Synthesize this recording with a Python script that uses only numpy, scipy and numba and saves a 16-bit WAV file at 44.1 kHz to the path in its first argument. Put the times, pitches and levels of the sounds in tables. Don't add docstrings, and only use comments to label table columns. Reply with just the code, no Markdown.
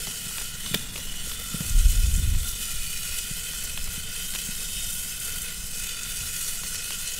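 import sys
import numpy as np
from scipy import signal
from scipy.fft import rfft, irfft, next_fast_len
from scipy.io import wavfile
from scipy.ndimage import uniform_filter1d
from numba import njit

SR = 44100
rng = np.random.default_rng(int(sys.argv[2]) if len(sys.argv) > 2 else 0)


def persist_wave(psi):
    counts = np.round(np.clip(psi, -1, 1) * 32767).astype(np.int16)
    wavfile.write(sys.argv[1], SR, np.atleast_2d(counts).T)


def ratio_of_db(decibels):
    return 10 ** (np.asarray(decibels, float) / 20)


N = 317079


def rms_one(x):
    return x / np.sqrt(np.mean(x ** 2) + 1e-20)


def in_time(rows):
    s, *columns = np.transpose(rows)
    return [np.interp(np.arange(N) / SR, s, c) for c in columns]


def swell(s, half_s):
    return np.exp(-((np.arange(N) / SR - s) / half_s) ** 2)


def band(x, low_hz, high_hz):
    return signal.sosfilt(signal.butter(2, [low_hz, min(high_hz, .45 * SR)], "band", fs=SR, output="sos"), x)


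def drift(rate):
    r = np.exp(-100 * np.pi * rate / SR)
    noise = rng.standard_normal(N // 50 + 2002)
    slow = signal.lfilter([1], [1, -2 * r, r * r], noise)[2000:]
    slow = slow - uniform_filter1d(slow, int(SR / 50 / rate * 1.5))
    return np.interp(np.arange(N) / 50, np.arange(len(slow)), rms_one(slow))


def lumps(spectrum, hold):
    hz, db = np.transpose(spectrum)
    size = next_fast_len(N)
    bins = np.arange(1, size // 2 + 2) * SR / size
    colour = ratio_of_db(np.interp(np.log(bins), np.log(hz), db, left=-90, right=-90))
    noise = rms_one(irfft(rfft(rng.standard_normal(size)) * colour, size)[:N])
    return rms_one(noise / (uniform_filter1d(noise ** 2, size=2600) + 0.058) ** hold)


def port_flutter():
    # frequency in Hz, level in dB per Hz.
    flutter_spectrum = [(35, -33), (50, -5.5), (70, 7.5), (110, -3), (170, -11.5), (250, -25.5), (350, -36),
                        (600, -41)]
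    return lumps(flutter_spectrum, hold=0.63)


def breeze(flutter):
    # time in seconds, rumble level in dB.
    strength = [(0, -36.5), (.2, -46), (.42, -36.5), (.95, -38.5), (1.24, -31.5), (1.5, -41), (1.7, -35),
                (2.62, -34.5), (2.8, -32), (3.08, -34.5), (3.5, -39), (3.83, -30.5), (4.1, -39),
                (4.85, -35.5), (5.1, -39), (5.68, -36.5), (6.28, -38), (7.19, -38.5)]
    # frequency in Hz, level in dB per Hz.
    rumble_spectrum = [(5.9, -23), (10, 9), (24, -4), (38, -6.5), (74, -14.5), (110, -22.5), (140, -38),
                       (240, -120)]
    # centre in seconds, flutter level in dB, half length in seconds.
    light_puffs = [
        (0.245, -46, .05),
        (2.854, -47.5, 0.05),
        (3.06, -44, 0.049),
        (3.796, -55, 0.1),
        (4.02, -43, 0.053),
        (5.318, -45.5, 0.049),
        (6.24, -39, 0.072),
    ]
    level_db, = in_time(strength)
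    rumble = ratio_of_db(level_db + 1.5 * drift(4.1)) * lumps(rumble_spectrum, hold=0.29)
    return rumble + flutter * sum(ratio_of_db(db) * swell(s, half) for s, db, half in light_puffs)


def whip(speed_db):
    # frequency in Hz, level in dB per Hz.
    whip_spectrum = [(90, -14), (150, 14), (230, 3), (350, -9), (700, -26)]
    level_db = -39.5 + 1.9 * (speed_db + 25)
    return ratio_of_db(level_db + 3.0 * drift(18.0)) * lumps(whip_spectrum, hold=0.05)


def gust(flutter):
    # time in seconds, speed of the gust heard as flutter in dB.
    speed = [
        (1.6, -45),
        (1.71, -31.5),
        (1.75, -32),
        (1.93, -31.5),
        (2.2, -26.5),
        (2.36, -30),
        (2.46, -36.5),
        (2.6, -57),
    ]
    # frequency in Hz, level in dB per Hz.
    buffet_spectrum = [(8, -20), (14, 5), (28, -2), (45, -2.5), (70, -4), (100, -38), (200, -55)]
    # centre in seconds, peak in dB, half length in seconds, swing in Hz.
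    strong_eddies = [(1.724, -26, 0.015, 30), (1.758, -12.5, 0.017, 33), (1.788, -10, 0.026, 29.1),
                     (1.862, -5.5, 0.012, 47.7), (1.895, -13, 0.024, 33), (1.933, -25, 0.017, 35),
                     (1.985, -12.5, 0.031, 34), (2.046, -12.5, 0.011, 50), (2.084, -19, 0.017, 45),
                     (2.143, -18, 0.029, 40.6), (2.196, -24, 0.014, 45), (2.239, -23, .01, 50),
                     (2.253, -21, 0.008, 55), (2.295, -16, 0.011, 50), (2.323, -20, .01, 50),
                     (2.354, -12.5, 0.017, 28.4), (2.396, -25, 0.047, 25.9)]
    speed_db, = in_time([(1.55, -90), *speed, (2.65, -90)])
    t = np.arange(N) / SR
    eddies = sum(ratio_of_db(db) * swell(s, half) * np.cos(2 * np.pi * hz * (t - s)) for s, db, half, hz in strong_eddies)
    turbulence = ratio_of_db(0.5) * lumps(buffet_spectrum, hold=0.53) + flutter
    limit = .7
    pressed = limit * np.tanh((eddies + ratio_of_db(speed_db) * turbulence) / limit)
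    return pressed + whip(speed_db)


def fire():
    # time in seconds, level in dB.
    flames = [
        (0, -47.5),
        (.5, -48.5),
        (.8, -41.5),
        (1.3, -47),
        (1.6, -46),
        (2.4, -48),
        (2.8, -50),
        (4.4, -48),
        (7.19, -50.5),
    ]
    # frequency in Hz, level in dB per Hz.
    roar_spectrum = [(45, -21), (70, -5.5), (110, -7), (165, -0.5), (230, -8), (330, -23.5), (600, -24),
                     (1800, -28.5)]
    level_db, = in_time(flames)
    return ratio_of_db(level_db + 1.8 * drift(15.3)) * lumps(roar_spectrum, hold=0.13)


def flares():
    # start in seconds, peak in dB, frequency in Hz.
    ignitions = [(0.076, -31, 147), (0.263, -30.5, 145), (0.71, -24.5, 160), (0.734, -23.5, 132),
                 (0.753, -21, 178), (1.268, -40, 216), (1.541, -20.5, 172), (1.604, -20.5, 164),
                 (2.599, -35, 184), (2.736, -33.5, 121), (2.992, -41, 161), (3.309, -26, 153),
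                 (3.975, -29, 157), (4.486, -27.5, 188), (5.852, -50, 165)]
    out, t = np.zeros(N), np.arange(3000) / SR
    for s, db, hz in ignitions:
        swing = -np.sin(2 * np.pi * hz * (t - .004)) * (t / 0.0051) ** 2 * np.exp(-t / 0.0026)
        swing += 0.083 * np.sin(5.2 * np.pi * hz * t) * (t / 0.011) * np.exp(-t / 0.0035)
        at = round(s * SR)
        out[at:at + 3000] += ratio_of_db(db + 16.5) * swing
    return out


def bubbles_and_knocks():
    # start in seconds, peak in dB, frequency in Hz, rise in octaves, length in seconds.
    pockets = [(0.743, -16, 1800, .2, .001), (0.7444, -15, 2380, 0.74, .0021),
               (.7466, -15, 3380, .05, 0.0025), (.7458, -19, 4500, .1, 0.0011),
               (0.747, -24, 6560, .1, .002), (0.9607, -25, 2200, .7, .003),
               (.9795, -34, 2400, 0.44, 0.0027), (1.3195, -29, 3200, .1, 0.0018),
               (3.7761, -19.5, 2500, 0.46, .0014), (4.358, -24, 2300, 0.75, .002),
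               (6.9215, -26, 2900, .1, .003), (.6605, -28, 3300, .2, .003)]
    # start in seconds, peak in dB, frequency in Hz.
    drips = [
        (1.272, -37, 450),
        (1.398, -38, 500),
        (1.415, -39, 600),
        (1.545, -36, 446),
        (1.607, -38, 780),
        (1.65, -38, 500),
        (.4125, -36, 900),
        (.311, -37, 1000),
        (.072, -33, 900),
    ]
    knocks = [(s, db, hz, 0, 2.0 / hz) for s, db, hz in drips]
    out = np.zeros(N)
    for s, db, hz, rise, length in [*pockets, *knocks]:
        t = np.arange(int(length * SR))
        pitch = hz * 2 ** (rise * t / len(t))
        envelope = np.sin(np.pi * (t / len(t)) ** 0.65)
        out[round(s * SR) + t] += ratio_of_db(db) * envelope * np.sin(2 * np.pi * np.cumsum(pitch) / SR)
    return out


def cracks():
    # time in seconds, peak in dB.
    snaps = [(.0718, -27), (.3715, -26), (0.7433, -10), (0.7455, -12), (.7506, -20), (.9587, -19),
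             (.9601, -23), (.9611, -24), (1.3156, -19), (1.3164, -25), (2.3465, -23), (3.7761, -13),
             (3.8745, -22), (3.8788, -26), (.3822, -20), (.4128, -26), (4.3457, -24), (4.3492, -21),
             (4.3512, -13), (4.3549, -24), (4.359, -17), (6.6345, -18), (6.9066, -12.5), (1.524, -35),
             (4.917, -28), (5.449, -30), (7.002, -26)]
    s, db = np.transpose(snaps)
    clicks = np.zeros(N)
    clicks[np.round(s * SR).astype(int)] = -ratio_of_db(db)
    return ratio_of_db(10.0) * band(clicks, 660, 5400) + ratio_of_db(4.0) * band(clicks, 5200, 12000)


def ticks():
    # time in seconds, peak in dB.
    droplets = [(0.3711, -20), (0.7441, -5), (0.9577, -32), (1.1343, -31), (1.3927, -19), (1.4386, -21),
                (1.5833, -15), (1.7983, -21), (1.8981, -17), (2.14, -20), (2.4818, -21), (2.8549, -27),
                (3.1258, -25), (3.241, -28), (3.4895, -34), (3.6391, -21), (3.7748, -23), (3.7973, -24),
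                (3.842, -14), (4.2433, -24), (4.3051, -27), (4.348, -20), (4.7376, -23), (4.9038, -24),
                (4.9317, -22), (5.1961, -25), (5.3607, -23), (5.4186, -20), (5.7493, -21), (5.8257, -22),
                (5.9933, -32), (6.3594, -24), (6.7431, -22), (6.8339, -47), (7.0753, -56), (7.0753, -27)]
    s, db = np.transpose(droplets)
    clicks, at = np.zeros(N + 100), (s * SR).astype(int) + 4
    clicks[at] = ratio_of_db(db) * rng.choice([-1, 1], len(s))
    clicks[at + rng.integers(12, 90, len(s))] += ratio_of_db(db - 11.0)
    return ratio_of_db(7.0) * band(clicks[:N], 9600, 19000)


def crackles(rows, extra_db, snap, fall_db):
    out, t = np.zeros(N + 2000), np.arange(2000) / SR
    draws = rng.standard_normal((len(rows), 2000)) ** 3 / 4
    draws[:, 0] = snap
    for row, db, draw in zip(rows, extra_db, draws):
        at, length = round(row[0] * SR), row[-1]
        burst = draw * ratio_of_db(-fall_db * t / max(length, .001))
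        energy = np.sum(burst ** 2) / (1 + 4000 * length)
        out[at:at + 2000] += ratio_of_db(row[1] + db) * burst / np.sqrt(energy)
    return out[:N]


def spits():
    # start in seconds, peak in dB, frequency in Hz.
    droplets = [(.376, -15.5, 8500), (0.7463, -13, 8300), (1.696, -11.5, 6800), (1.7884, -11, 7600),
                (1.902, -13, 7370), (2.14, -12, 7540), (2.162, -17, 8100), (2.481, -18, 8750),
                (2.6584, -27, 7630), (2.86, -35, 7970), (2.9761, -22, 8270), (3.3355, -15, 7600),
                (3.4895, -17, 8700), (3.6391, -16, 10600), (3.841, -18, 6900), (3.92, -18, 7200),
                (4.3525, -15, 8000), (4.7381, -22, 7510), (4.9038, -12.5, 9900), (5.199, -12, 8140),
                (5.3607, -19, 10720), (5.4186, -10.5, 8380), (5.8257, -27, 6500), (6.033, -9.5, 7200),
                (6.363, -11.5, 7840), (6.685, -16, 7850), (7.0747, -8.5, 8040), (7.1367, -11, 6730)]
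    out, length_s = np.zeros(N), 0.012
    rows = [(s, db, length_s) for s, db, hz in droplets]
    clicks = crackles(rows, np.zeros(len(rows)), snap=1.3, fall_db=21)
    for s, db, hz in droplets:
        span = slice(round(s * SR), round(s * SR) + 1500)
        out[span] += band(clicks[span], 0.86 * hz, 1.23 * hz)
    return ratio_of_db(-3.0) * out


def pops():
    # start in seconds, peak in dB, brightness in dB, depth in dB.
    single_pops = [(0.07, -25, -15, -3), (.167, -31, 3, -26), (.382, -20, -14, -16),
                   (0.411, -23.5, -9, -8.5), (0.662, -21.5, -18, -15), (4.772, -33, -9, -23),
                   (0.978, -25, -4, -8), (1.14, -26.5, -12, -13), (1.316, -26, -5, -28),
                   (1.399, -38, 21, -1), (1.605, -24.5, -11, -2), (1.637, -31, -4, -4),
                   (2.35, -25, -17, -28), (2.431, -27, 9, -26), (3.017, -30, -13, -28),
                   (3.126, -34, 12, -35), (3.534, -22.5, -11, -16), (3.64, -26, 8, -4.5),
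                   (3.777, -27, -4, -7), (3.875, -27, -2, -9), (4.152, -27, -23, -35),
                   (4.338, -26, -6, -28), (4.83, -47, -27, -16), (6.635, -26, 6, -8), (6.746, -25, 11, -13),
                   (6.907, -28, 5, -8)]
    # start in seconds, peak in dB, brightness in dB, depth in dB, length in seconds.
    big_pops = [
        (0.7430, -19.5, -16, 4.5, 0.0029),
        (.7441, -17, 15, -8, 0.001),
        (0.7448, -16, -2, -15, 0.0051),
        (0.7475, -13.5, -4, -16, 0.005),
        (0.956, -26, 2, -7, 0.0082),
        (4.3492, -26, 10, -11, 0.003),
        (4.3514, -22, 3, -18, 0.0044),
        (4.359, -23, -1, -13, 0.0073),
    ]
    rows = np.array([(*pop, 0.0073 + .0001 * (pop[1] + 22)) for pop in single_pops] + [*big_pops])
    clicks = crackles(rows, 0 * rows[:, 2], snap=2.0, fall_db=16.0)
    body = band(clicks, 1220, 5100)
    body = body + ratio_of_db(-15.0) * band(clicks, 2550, 2840) + ratio_of_db(-8.0) * band(clicks, 2950, 3600)
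    edge = band(crackles(rows, rows[:, 2], snap=11.0, fall_db=45), 5000, 19000)
    depth = band(crackles(rows, rows[:, 3], snap=0.83, fall_db=4.0), 146, 680)
    return ratio_of_db(5.0) * body, ratio_of_db(-7) * edge + ratio_of_db(13.0) * depth


@njit
def moving_resonance(x, cosine, r):
    y = np.zeros(len(x))
    for i in range(2, len(x)):
        y[i] = (1 - r * r) / 2 * (x[i] - x[i - 2]) + 2 * r * cosine[i] * y[i - 1] - r * r * y[i - 2]
    return y


def bowl(x, fade_db):
    # frequency in Hz, width in Hz, level in dB.
    modes = [(442, 90, -8), (687, 89, -16.5), (1015, 240, -17), (1425, 108, -0.5), (1970, 308, -5),
             (2530, 113, 1.15), (3015, 186, 3), (3547, 108, -2), (3970, 164, -5.5), (4515, 110, -6),
             (3300, 81, -1), (5230, 126, -2.5)]
    # time in seconds, shift by hot air in %, gain into the bowl in dB, lean to upper modes in dB.
    heat = [(0, 1.3, 2, -1), (.3, -1.2, 0.8, 0), (.58, -0.5, 2, 0), (.8, -2, 2, 1.5), (1.2, -1, 2, -1),
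            (1.5, 0.5, 0.6, 0), (1.85, 0, 0, 1.5), (2.45, 0, 0, -0.5), (2.8, -2, 0.5, 1.5),
            (3.3, 0.5, 1, 1), (3.9, .9, 0.7, -0.5), (4.4, 1.8, 0, 0), (5.05, 2.5, 0, 0.5),
            (5.45, 1.4, 3.5, -0.5), (5.66, 1, -3, -2.5), (5.95, 0, 1, 0.5), (6.55, -0.5, -1.2, -1),
            (7.19, 1.3, 0.1, 0)]
    # centre in seconds, half length in seconds, mode in Hz, favour in dB, shift in %.
    spots = [(1.1, 0.18, 1426, -5.5, 2), (1.452, 0.29, 1426, 2.5, -3), (2.5, 0.44, 1426, -1.5, -1),
             (.22, .1, 1426, -3.5, -0.5), (4.7, .1, 1426, -3.5, -1), (5.3, 0.084, 1426, 3, -1),
             (.2, 0.36, 2533, -2, 1.5), (1.1, 0.37, 2533, -6, -0.3), (1.9, 0.48, 2533, 0.5, 0.5),
             (2.498, 0.091, 2533, -6, 0), (2.898, 0.13, 2533, 4, -0.8), (0.6, .08, 2533, -4, 0.3),
             (5.88, 0.13, 2533, 4.5, 0), (5.4, .04, 2533, -3, -1), (6.9, .3, 2533, 0.5, 0.5),
             (.18, .13, 3013, 1, 0.5), (0.93, 0.081, 3013, -5.5, -5), (1.13, 0.15, 3013, 3, -0.5),
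             (3.098, 0.089, 3013, -0.5, -3), (3.5, 0.2, 3013, 2, 1), (4.2, 0.21, 3013, 3.5, 0),
             (4.8, 0.091, 3013, 4.5, -1), (3.82, .03, 2533, 3, 0), (6.2, 0.78, 3013, -0.5, -2),
             (6.996, 0.21, 3013, 1.5, -0.5), (.2, 0.27, 3546, -5, 2), (0.76, 0.14, 3546, 6.5, 1),
             (1.43, 0.13, 3546, 6, 0), (2.5, 0.23, 3546, 5.5, 1), (3.4, 0.4, 3546, -4.5, 0.5),
             (4.4, 0.2, 3546, 0, 4), (4.8, 0.17, 3546, 7.5, 1), (5.1, .1, 3546, -4, 2),
             (6.0, .3, 3546, 3.5, 0.5), (4.9, 0.27, 3970, -9, -1.5), (7.05, .15, 3970, 6, 1.5),
             (.9, .4, 4518, 0, -0.5), (2.1, .2, 4518, -14, -9), (2.8, 0.33, 4518, 5, 2),
             (6, 0.4, 4518, 6, 3)]
    shift, gain_db, lean_db = in_time(heat)
    stays = np.array([swell(s, half) for s, half, *rest in spots])
    spot_hz, spot_db, spot_shift = np.transpose(spots)[2:]
    out = 0
    for k, (hz, width, db) in enumerate(modes):
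        near = np.exp(-(np.log(spot_hz / hz) / .045) ** 2)
        favour_db, pull = np.array([near * spot_db, near * spot_shift]) @ stays
        cosine = np.cos(2 * np.pi * hz * (1 + (shift + pull) / 100) / SR)
        r = np.exp(-1.55 * np.pi * width / SR)
        twice = moving_resonance(moving_resonance(x, cosine, r), cosine, r)
        lean = np.clip(np.log2(hz / 2300), -1, 1)
        level_db = db + gain_db + favour_db + lean * lean_db + fade_db * drift(4.8)
        out = out + (-1) ** k * ratio_of_db(level_db) * twice
    return out


def vigour():
    # time in seconds, vigour in dB.
    sear = [(0, -34.5), (.3, -36.5), (.7, -35.5), (1.15, -40.5), (1.6, -35), (2.1, -35), (2.35, -36.5),
            (2.7, -35), (3.2, -34.5), (3.9, -37), (4.4, -35), (4.9, -33.5), (5.4, -36), (5.7, -37),
            (6.1, -34.5), (6.45, -35.5), (6.8, -33.5), (7.19, -35.5)]
    # centre in seconds, swell in dB, half length in seconds, extra brightness in dB.
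    surges = [(0.377, 2, 0.075, 0.5), (0.552, -4, 0.092, 0.5), (0.881, -4, 0.053, -1),
              (1.006, 3, .04, -1.5), (1.166, 1.5, .04, -0.5), (1.277, 3.5, 0.053, 1),
              (1.647, 0, 0.053, 2.5), (1.794, 2.5, 0.021, -2), (1.927, 2, 0.061, 0.5),
              (2.16, 0, 0.031, 1.5), (2.325, -2, 0.042, 1.5), (2.484, 2, .03, 2.5), (2.63, 2, 0.059, 0.5),
              (3.154, 2.5, 0.046, 0), (3.645, 1, 0.041, -0.5), (3.75, -1.5, 0.063, 0.5),
              (3.948, 3, 0.021, 1.5), (4.07, -0.5, 0.046, -3), (4.209, 2, 0.048, -0.5),
              (4.377, 2.5, 0.059, -1.5), (4.72, -1.5, 0.028, 1), (4.926, -2.5, 0.076, 4.5),
              (5.156, -2, 0.088, 1), (5.256, 0, 0.053, 4), (5.398, -3, 0.053, 6.5), (5.612, -1, .07, 0),
              (5.812, 3.5, 0.1, -1.5), (5.97, 0, 0.078, -3.5), (6.457, 4, 0.14, 0), (7.09, 4, 0.036, -6),
              (5.018, -0.5, 0.042, 1.5), (6.6, -0.2, .08, -2.5), (4.82, 0.5, 0.017, -1),
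              (6.782, 1.5, 0.055, -7.5), (4.303, -2.5, .03, 4), (5.097, -0.5, .025, 2.5),
              (1.452, -1, .06, 2), (2.9, 0, 0.079, 1.5), (3.4, -0.5, .07, 1), (6.2, 1.3, 0.046, -0.5),
              (6.925, 2.7, 0.033, -4.5)]
    level_db, = in_time(sear)
    level_db = level_db + sum(db * swell(s, half) for s, db, half, bright in surges)
    bright_db = sum(bright * swell(s, half) for s, db, half, bright in surges)
    return level_db, bright_db + 0.11 * (level_db - level_db.mean())


def grains(level_db):
    per_s, grain_db = 500, -14
    sizes = ratio_of_db(5.3 * np.minimum(rng.exponential(1, N), 4)) * rng.choice([-1, 1], N)
    clicks = rms_one(sizes * (rng.random(N) < per_s / SR))
    dealt = rng.integers(0, 3, N)
    bright = sum(band(clicks * (dealt == k), hz, 2.1 * hz) for k, hz in enumerate([4500, 6500, 9000]))
    return ratio_of_db(level_db + grain_db) * rms_one(bright)


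def steam_bursts(per_s, spread_db, clump_db):
    clumps = ratio_of_db(clump_db * (0.072 * drift(11.0) + 0.4 * drift(21.0) + .5 * drift(53)))
    sizes = ratio_of_db(spread_db * np.minimum(rng.exponential(1, (2, N)), 6)) * rng.choice([-1, 1], (2, N))
    return rms_one(clumps * sizes * (rng.random((2, N)) < per_s / SR))


def echoes(streams, lags_ms, wander, echo_db):
    out, n = np.array(streams), np.arange(N)
    dull = signal.lfilter(*signal.butter(1, 8000, fs=SR), streams)
    for k, lag_ms in enumerate(lags_ms):
        lag = lag_ms * SR / 1000 * (1 + wander * drift(1.12))
        out[k % 2] += ratio_of_db(echo_db + 3.9 * drift(2.5)) * np.interp(n - lag, n, dull[k % 2])
    return out


def coloured(x, spectrum, patchy_db, patch_rate, count=3):
    hz, db = np.transpose(spectrum)
    edges = hz[0] * 2 ** np.arange(0, np.log2(hz[-1] / hz[0]) + 1 / count, 1 / count)
    out = 0
    for k, (low, high) in enumerate(zip(edges, edges[1:])):
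        level = np.interp(np.log(low * high) / 2, np.log(hz), db)
        out = out + ratio_of_db(level + patchy_db * drift(patch_rate)) * band(x[k % 2], low, high)
    return rms_one(out)


def open_sizzle(bursts, level_db, tilt_db):
    # frequency in Hz, level in dB per Hz.
    sizzle_spectrum = [(2760, -24), (4700, -4), (5550, -3), (8460, 1.5), (11300, -2.5), (15600, -8.5)]
    heard = echoes(bursts, lags_ms=[.9, 1.3, 1.9, 2.7], wander=0.059, echo_db=-8.0)
    sizzle = coloured(heard, sizzle_spectrum, patchy_db=1.13, patch_rate=10.3, count=5)
    low = signal.lfilter(*signal.butter(2, 10500, fs=SR), sizzle)
    tilted = low + (sizzle - low) * ratio_of_db(tilt_db - 0.35)
    return ratio_of_db(level_db + 0.84) * tilted


def scene():
    flutter = port_flutter()
    air_and_fire = breeze(flutter) + gust(flutter) + fire() + flares()
    body, edge_and_depth = pops()
    fat = ratio_of_db(-1.0) * body + edge_and_depth + spits() + ticks() + bubbles_and_knocks() + cracks()

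    level_db, tilt_db = vigour()
    bursts = steam_bursts(per_s=14000, spread_db=2.5, clump_db=1.68)
    bowl_db = -39 + 0.62 * (level_db - level_db.mean())
    in_bowl = ratio_of_db(bowl_db + 11) * bursts[0] + ratio_of_db(-23.0) * body
    sizzle = open_sizzle(bursts, level_db, tilt_db) + bowl(in_bowl, fade_db=0.9) + grains(level_db)
    return np.tile(air_and_fire + fat + sizzle, (2, 1))


def top_cut(x):
    return signal.sosfilt(signal.butter(12, 16970, fs=SR, output="sos"), x)


def record(dry):
    cutoff_hz = 15900
    low_pass = signal.ellip(12, .5, 70, cutoff_hz - 180, fs=SR, output="sos")
    mix = signal.sosfilt(low_pass, dry)
    return top_cut(mix)


dry = scene()
out = record(dry)
persist_wave(out)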